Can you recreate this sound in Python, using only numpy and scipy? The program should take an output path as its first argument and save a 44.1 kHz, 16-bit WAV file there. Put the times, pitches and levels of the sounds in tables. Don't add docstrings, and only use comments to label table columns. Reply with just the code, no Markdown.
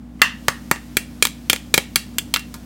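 import sys
import numpy as np
from scipy import signal
from scipy.fft import rfft, irfft
from scipy.io import wavfile

SR = 44100
rng = np.random.default_rng(int(sys.argv[2]) if len(sys.argv) > 2 else 0)


def waveform_to_disk(signal):
    frames = np.transpose(np.atleast_2d(signal))
    scaled = np.clip(frames, -1, 1) * 32767
    samples = np.round(scaled).astype(np.int16)
    wavfile.write(sys.argv[1], SR, samples)


N = 116865


def ramekin():
    # start in seconds,
    # strength in dB, seven tone gains in dB (thump, knock, body, low mid, presence, brilliance, treble),
    # free ring in dB, rim ping in dB, decay length factor, note pitch in Hz, note level in dB.
    taps = [(0.195, -45, -10, -10, 2, 9, 3, -13, -14, 5, -20, 1.0, 1750, -15),
            (0.2173, 9.5, -6, -16, 0.5, 1.5, -3.5, -3, -5.5, -6.5, -2.5, 0.93, 1790, -6),
            (0.4829, -2, 11, 4.5, 6, 9.5, -5.5, 1.5, -1, -11, -26, 1.05, 1954, -8),
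            (0.713, 1.5, 9.5, 1, 4, 0.5, -14, -4.5, -4, -12.5, -8, 1.11, 1855, -9.5),
            (0.76, -27.5, 2, 14, 14, 4, 1, -8, -15, -15, -11, 1.06, 2200, -15),
            (0.9690, 1.5, -2.5, 4, -17.5, -5, -3.5, -5.5, -0.5, -18, -12, 1.16, 2412, -10),
            (1.2246, 8, -9, -3.5, -12.5, -7, -2.5, -1.5, 0, -41, -21, 0.78, 2437, -9),
            (1.2524, -5, -8, -2, 2, 2.5, 3, 1, 3, -30, -39, 0.84, 2420, -7),
            (1.2705, -11.5, -16, -14, -15, -4, -1, -1, -0.5, -28, -20, 0.68, 3320, -11),
            (1.4982, 1.5, 1, 2, -10.5, -1.5, 4.5, 0.5, 2, -30, -23, 1.05, 3190, -3.5),
            (1.531, -4, 3, 0.5, -1, -4, 0, -0.5, 0, -18, -28, 1.22, 3386, -9),
            (1.5618, -15, -5, -4, -10, -3, -6, -3.5, -6, -23, -20, 1, 2240, -12),
            (1.741, 7.5, 1.5, -2, -3, -5.5, -2.5, -2.5, -1, -39, -28, 0.97, 2440, -10.5),
            (1.7779, 1.5, 6.5, 2.5, 6.5, -5, -1, -2.5, -2.5, -17, -16, 0.96, 2218, -6.5),
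            (1.9583, -0.5, 1.5, -10, -3, 0, 0.5, 1, 5, -17.5, -12, 1.11, 4540, -8),
            (2.1840, -7, -37, -6.5, -21, -3, 6.5, -2.5, 3.5, -31, -19, 1.08, 3200, -5),
            (2.3399, -7.5, -18, -7, 0, -1, 5, 3.5, 3.5, -23, -7, 1.47, 4100, -7.5),
            (2.3611, -9, -8, -20, -24, 1, -1.5, 5.5, -7, -12, 1, 0.82, 1310, -2.5),
            (2.37, -18, -13, -14, -8, 9, -5, -18, -3, -15, -17, 1.3, 1360, -10),
            (2.394, -31.5, -5, -12, -6, 2, 0, 5, 3.5, -17, -15, 2.9, 4140, -12),
            (2.5411, -36, -3, 1, 7, 12.5, -5, 8, 8, -32, -25, 5.4, 1037, -5)]
    colour_hz = (150, 450, 850, 1300, 2200, 3000, 4500, 8000)
    # pitch in Hz, level in dB, T60 in seconds before the length factor.
    clack_modes = [(151, -22.5, 0.031), (347, -25.5, 0.022), (560, -27, 0.025), (916, -15.5, 0.022),
                   (1213, -15.5, 0.019), (1422, -20.5, 0.041), (1695, -21.5, 0.054), (1887, -23, 0.042),
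                   (2210, -10.5, 0.024), (2417, -13.5, 0.031), (3141, -11.5, 0.026), (3407, -14, 0.023),
                   (3753, -10.5, 0.013), (4083, -17, 0.022), (4485, -22.5, 0.041), (7550, -12.5, 0.014)]
    ring_modes = [(930, -20, 0.078), (1125, -15, 0.11), (1230, -24, 0.091), (1770, -15, 0.06),
                  (1910, -34, 0.49), (2018, -4, 0.055), (2580, -23, 0.29), (2650, -33, 0.34),
                  (3670, -32, 0.14)]
    # pitch in Hz, level in dB, T60 in seconds.
    rim_mode = [(2742, -17.5, 0.19)]
    # frequency in Hz, relative level in dB.
    wash_spectrum = [(600, -12), (900, -3.5), (1200, 3), (1450, -2), (1900, 13.5), (2200, -8), (2450, -17),
                     (2750, 12.5), (3100, 5), (4000, -7), (6000, -6), (14000, -50)]
    note_t60_s, wash_t60_s, wash_db = 0.026, 0.29, -17.5
    out, t = np.zeros(N), np.arange(16384) / SR
    short = t[:len(t) // 4]
    for start, db, *tone_db, ring_db, ping_db, length, note_hz, note_db in taps:
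        colour = list(zip(colour_hz, tone_db[:4] + [0] + tone_db[4:]))
        crack = contact_crack(short, colour, length)
        clack = struck_modes(clack_modes, short, colour, length)
        note = amp(note_db) * np.cos(2 * np.pi * note_hz * short) * fade(short, note_t60_s * length)
        wash = amp(wash_db) * coloured(noise(wash_spectrum, len(t)), colour) * fade(t, wash_t60_s)
        ring = struck_modes(ring_modes, t, colour, length=0.83)
        ping = struck_modes(rim_mode, t, colour, length=1)
        add(out, amp(db) * (crack + note + clack), start)
        add(out, amp(db + ring_db) * (wash + ring), start)
        add(out, amp(db + ping_db) * ping, start)
    return out


def contact_crack(t, colour, length):
    # frequency in Hz, relative level in dB.
    spectrum = [(100, -21.5), (400, 2), (780, -7.5), (1500, -1), (2400, -1.5), (4000, -1), (5200, -4.5),
                (8000, -5), (11000, -6.5), (16000, -11)]
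    crack_db, crack_t60_s, snap_db, snap_t60_s = -6, 0.024, 7, 0.0022
    envelope = fade(t, crack_t60_s * length) + amp(snap_db) * fade(t, snap_t60_s * length)
    phases = np.angle(rfft(rng.standard_normal(len(t)) * envelope))
    burst = coloured(irfft(np.exp(1j * phases), len(t)), spectrum)
    burst *= np.sqrt(np.sum(envelope ** 2) / np.sum(burst ** 2))
    taper = np.linspace(1, 0, len(t)) ** 2
    return amp(crack_db) * coloured(burst, colour) * taper


def struck_modes(modes, t, colour, length):
    return sum((-1) ** k * amp(db + at_hz(colour, hz)) * np.sin(2 * np.pi * hz * t) * fade(t, t60 * length)
               for k, (hz, db, t60) in enumerate(modes))


def kitchen_reverb(sound):
    # frequency in Hz, relative level in dB.
    room_colour = [(100, -19), (500, 7), (1500, -3.5), (4000, 0.5), (8000, 4), (16000, 1.5)]
    # frequency in Hz, T60 in seconds.
    room_t60 = [(100, 0.13), (1000, 0.2), (2500, 0.34), (6000, 0.23), (16000, 0.16)]
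    wet_db = -16.5
    t, tail = np.arange(SR // 2) / SR, 0
    edges_hz = np.geomspace(80, 18000, 10)
    for low, high in zip(edges_hz, edges_hz[1:]):
        band_pass = signal.butter(2, [low, high], "band", fs=SR, output="sos")
        band = signal.sosfilt(band_pass, rng.standard_normal(len(t)))
        hz = np.sqrt(low * high)
        tail += band * amp(at_hz(room_colour, hz)) * fade(t, at_hz(room_t60, hz))
    tail /= np.sqrt(np.sum(tail ** 2))
    return amp(wet_db) * signal.fftconvolve(sound, tail)[:N]


def appliance_hum():
    # pitch in Hz, rms level in dB.
    tones = [(59.3, -42), (144, -50), (192.5, -50), (240.7, -41.5), (295.8, -50)]
    top_waver, waver_hz = 0.14, 3
    t, hum = np.arange(N) / SR, 0
    for hz, db in tones:
        waver = top_waver * hz / tones[-1][0]
        phase = 2 * np.pi * (hz * t + rng.random()) + waver * drift(waver_hz)
        level = amp(db) * (1 + waver * drift(waver_hz))
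        hum += np.sqrt(2) * level * np.sin(phase)
    return hum


def air_rush():
    # frequency in Hz, relative level in dB.
    spectrum = [(25, -49), (50, -33), (90, 3), (120, -7), (170, 1), (215, 4.5), (280, -3), (400, -17.5),
                (700, -17.5), (1500, -27.5), (4000, -36), (16000, -45.5)]
    return amp(db=-42) * noise(spectrum, N)


def faint_hiss():
    # frequency in Hz, relative level in dB.
    spectrum = [(300, 9.5), (1000, -2), (2500, -3.5), (6000, -5.5), (10000, -9.5), (16000, -11)]
    # time in seconds, rms level in dB.
    levels = [(0, -88), (.19, -57), (.45, -47), (1.2, -48.5), (2.1, -48.5), (2.65, -48)]
    level_db = np.interp(np.arange(N) / SR, *np.transpose(levels))
    return amp(level_db) * noise(spectrum, N)


def amp(db):
    return 10 ** (np.asarray(db) / 20)


def at_hz(points, hz):
    points_hz, values = np.transpose(points)
    return np.interp(np.log(np.maximum(hz, 1)), np.log(points_hz), values)


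def fade(t, t60):
    return np.exp(-np.log(1000) * t / max(t60, 1e-3))


def coloured(sound, points):
    gain = amp(at_hz(points, np.fft.rfftfreq(len(sound), 1 / SR)))
    return irfft(rfft(sound) * gain, len(sound))


def noise(points, size):
    shaped = coloured(rng.standard_normal(size), points)
    return shaped / np.sqrt(np.mean(shaped ** 2) + 1e-20)


def drift(rate_hz):
    knots = rng.standard_normal(256)
    return np.interp(np.arange(N) / SR * rate_hz, np.arange(len(knots)), knots)


def add(out, sound, start_s):
    i = int(start_s * SR)
    out[i:i + len(sound)] += sound[:len(out) - i]


def scene():
    dish = ramekin()
    return (dish + kitchen_reverb(dish) + appliance_hum() + air_rush() + faint_hiss())[None]


def record(dry):
    ceiling, low_cut_hz, high_cut_hz = 0.9, 42.6, 16100
    clipped = np.clip(dry, -ceiling, ceiling)
    lean = signal.sosfilt(signal.butter(2, low_cut_hz, "high", fs=SR, output="sos"), clipped)
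    return signal.sosfilt(signal.ellip(10, .1, 70, high_cut_hz, fs=SR, output="sos"), lean)


dry = scene()
out = record(dry)
waveform_to_disk(out)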